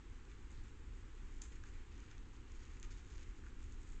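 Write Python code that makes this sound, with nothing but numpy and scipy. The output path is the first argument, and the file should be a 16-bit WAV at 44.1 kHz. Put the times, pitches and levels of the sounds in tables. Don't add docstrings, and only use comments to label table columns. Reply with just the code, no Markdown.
import sys
import numpy as np
from scipy import signal
from scipy.fft import irfft
from scipy.io import wavfile

SR = 44100
rng = np.random.default_rng(int(sys.argv[2]) if len(sys.argv) > 2 else 0)


def to_wav(sig):
    pcm = np.clip(np.atleast_2d(sig), -1, 1) * 32767
    pcm = np.round(pcm).astype(np.int16)
    wavfile.write(sys.argv[1], SR, pcm.T)


N = 176400
TIME = np.arange(N) / SR


# start_s, hold_s, crackle_db, crackle_top_hz, crunch_db
FOOTFALLS = [(0.116, 0.046, -82, 7000, -74.5), (0.293, 0.03, -75.5, 7000, -71.5),
             (0.372, 0.03, -83, 9000, -88), (0.497, 0.022, -71.5, 13000, -71.5),
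             (0.522, 0.077, -76.5, 5540, -78), (0.633, 0.052, -77, 7500, -75),
             (0.932, 0.077, -81, 11000, -77.5), (1.141, 0.16, -80.5, 7900, -77.5),
             (1.303, 0.16, -78.5, 9900, -77.5), (1.42, 0.037, -70, 11900, -68.5),
             (1.512, 0.048, -73, 7900, -71), (1.651, 0.039, -73, 7500, -69.5),
             (1.726, 0.074, -78, 7000, -72.5), (1.91, 0.052, -77.5, 6100, -74),
             (1.974, 0.14, -77.5, 6760, -73.5), (2.1, 0.047, -78.5, 6300, -73),
             (2.33, .04, -74.5, 6700, -77.5), (2.47, 0.095, -79, 6200, -78),
             (2.545, 0.024, -74.5, 9000, -82), (2.59, 0.081, -72.5, 6700, -72),
             (2.694, 0.076, -75.5, 7400, -72.5), (2.828, 0.014, -69, 6900, -64),
             (2.902, 0.032, -68, 6800, -69.5), (2.96, 0.045, -74, 7000, -71.5),
             (3.023, 0.061, -78, 7500, -78), (3.101, 0.064, -72, 6760, -74),
             (3.173, 0.061, -73.5, 7000, -70.5), (3.253, 0.053, -79.5, 7200, -74),
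             (3.349, .05, -79.5, 7200, -82), (3.441, 0.048, -78, 7200, -77), (3.588, .06, -74, 8900, -75),
             (3.688, .055, -76.5, 9000, -75), (3.781, 0.054, -76, 11000, -76),
             (3.855, 0.094, -75.5, 11000, -82), (3.923, 0.057, -88, 12000, -77)]

def leaves(attack_s=.005, release_s=.015):
    out, t = np.zeros(N + SR), TIME[:SR // 4]
    for start_s, hold_s, crackle_db, crackle_top_hz, crunch_db in FOOTFALLS:
        load = np.clip(t / attack_s, 0, 1) * np.exp(-np.maximum(t - hold_s, 0) / release_s)
        crackle = microfractures(len(t), per_s=1100, spread_db=4)
        crackle = band_below(crackle, crackle_top_hz, edge_ratio=2.2)
        crackle = microphone_port(crackle, resonance_db=0)
        crunch = microfractures(len(t), per_s=2200, spread_db=3)
        crunch = filtered(crunch, [1165, 2684], "band")
        step = from_db(crackle_db) * unit_rms(crackle) + from_db(crunch_db) * unit_rms(crunch)
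        i = int(start_s * SR)
        out[i:i + len(t)] += load * step
    return out[:N]


def microfractures(samples, per_s, spread_db):
    level_db = spread_db * np.minimum(rng.exponential(1, samples), 4)
    impulses = from_db(level_db) * rng.choice([-1, 1], samples)
    return impulses * (rng.random(samples) < per_s / SR)


# start_s, peak_db, tear_decay_s, top_hz
TWIG_SNAPS = [(0.099, -62.5, .0004, 9000), (.252, -55.5, .0008, 6500), (1.252, -65, .0004, 9000),
              (1.325, -63, 0.00034, 12000), (1.4162, -46.5, .002, 14000), (1.4192, -39, 0.0011, 14500),
              (1.4205, -50, 0.0027, 3520), (1.4222, -49, 0.0028, 6900), (1.437, -50, .0008, 16000),
              (1.439, -55, 0.0012, 4000), (1.637, -51.5, 0.0026, 6030), (1.979, -54, .001, 6750),
              (2.003, -55, .0005, 6800), (2.1133, -48.5, 0.00088, 5800), (2.1807, -50.5, .0005, 5700),
              (2.519, -55.5, .0004, 10000), (2.799, -50.5, 0.0005, 19000), (2.8287, -40, 0.00078, 7300),
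              (2.843, -55, 0.00091, 6700), (2.8475, -54, .001, 5000), (2.927, -55, 0.0011, 6200),
              (3.102, -53, .0006, 6360), (3.13, -58, .001, 4800), (3.14, -56, .0012, 6000),
              (3.181, -49, .0008, 5700), (3.194, -54, 0.00048, 6100), (3.641, -64, .0005, 9000),
              (3.723, -54, 0.0015, 13000), (3.922, -55, 0.00065, 16000)]

def twigs():
    out = np.zeros(N)
    for start_s, peak_db, tear_decay_s, top_hz in TWIG_SNAPS:
        crack = rough_impulse(SR // 20, tear_decay_s, roughness=.12)
        crack = band_below(crack, top_hz, edge_ratio=4.2)
        add_at_peak(out, start_s, microphone_port(crack, resonance_db=8.5), peak_db)
    return out


# pitch_hz, level_db, t60_s
STICK_MODES = [(1194, -6.5, .017), (1400, 1.5, 0.021), (1600, 6.5, 0.011), (1810, 0, 0.019),
               (2150, -9.5, .012)]
# start_s, peak_db
STICK_KNOCKS = [(1.567, -60), (1.637, -50), (1.6395, -57), (2.115, -59), (2.128, -59), (2.912, -58),
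                (3.4362, -55), (3.464, -53), (3.469, -57)]

def sticks():
    out, t = np.zeros(N), TIME[:SR // 10]
    ringing = sum((-1) ** k * from_db(level_db) * decay(t, t60_s) * np.sin(2 * np.pi * pitch_hz * t)
                  for k, (pitch_hz, level_db, t60_s) in enumerate(STICK_MODES))
    for start_s, peak_db in STICK_KNOCKS:
        contact = rough_impulse(len(t), decay_s=.001, roughness=.05)
        knock = signal.fftconvolve(contact, ringing)
        add_at_peak(out, start_s, filtered(knock, 950, "high"), peak_db)
    return out


def rough_impulse(samples, decay_s, roughness):
    t = TIME[:samples]
    return (t == 0) + roughness * rng.standard_normal(samples) * np.exp(-t / decay_s)


def forest_echoes(x, level_db=-8, t60_s=.35, delay_s=.0013):
    t = TIME[:SR // 2]
    echoes = rng.standard_normal(len(t)) * decay(t, t60_s) * (t > delay_s)
    return from_db(level_db) * signal.fftconvolve(x, echoes / np.linalg.norm(echoes))[:N]


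def microphone_port(x, resonance_db):
    resonance = filtered(x, [6100, 7650], "band")
    return filtered(x + from_db(resonance_db) * resonance, 8200, "low", order=14)


# frequency_hz, density_db_per_hz
CAMERA_RUMBLE = [(10, -75), (22, -63), (36, -68), (55, -70.5), (80, -76.5), (105, -80.5), (130, -87.5),
                 (165, -95.5), (205, -89.5), (265, -88.5), (360, -91), (470, -98.5), (560, -105),
                 (630, -122), (900, -150)]
# frequency_hz, density_db_per_hz
CAMERA_HISS = [(560, -135), (635, -120), (700, -108), (830, -103.7), (1150, -102.3), (1700, -103),
               (2600, -106.7), (3600, -111), (4800, -115.7), (5600, -116), (6400, -113.3), (7100, -112.6),
               (7800, -115.5), (8350, -122.5), (8900, -140)]

def camera_noise(spectrum):
    frequency_hz, density_db = np.transpose(spectrum)
    bin_hz = np.maximum(np.arange(N // 2 + 1) * SR / N, 1)
    magnitude = from_db(np.interp(np.log(bin_hz), np.log(frequency_hz), density_db))
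    phasors = np.exp(2j * np.pi * rng.random(len(bin_hz)))
    return irfft(magnitude * phasors, N) * np.sqrt(N * SR / 2)


def from_db(db):
    return 10 ** (np.asarray(db) / 20)


def unit_rms(x):
    return x / np.sqrt(np.mean(x ** 2) + 1e-20)


def decay(t, t60_s):
    return np.exp(-np.log(1000) * t / t60_s)


def filtered(x, hz, kind, order=2):
    return signal.sosfilt(signal.butter(order, hz, kind, fs=SR, output="sos"), x + 1e-18)


def band_below(x, top_hz, edge_ratio):
    return filtered(filtered(x, top_hz, "low", order=6), top_hz / edge_ratio, "high")


def add_at_peak(out, start_s, sound, peak_db):
    i = int(start_s * SR)
    out[i:i + len(sound)] += (from_db(peak_db) * sound / np.abs(sound).max())[:N - i]


def scene():
    walking = leaves() + twigs() + sticks()
    return (walking + forest_echoes(walking) + camera_noise(CAMERA_RUMBLE) + camera_noise(CAMERA_HISS))[None]


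def record(dry, cutoff_hz=8850):
    return signal.sosfilt(signal.ellip(10, .1, 80, cutoff_hz, fs=SR, output="sos"), dry)


dry = scene()
out = record(dry)
to_wav(out)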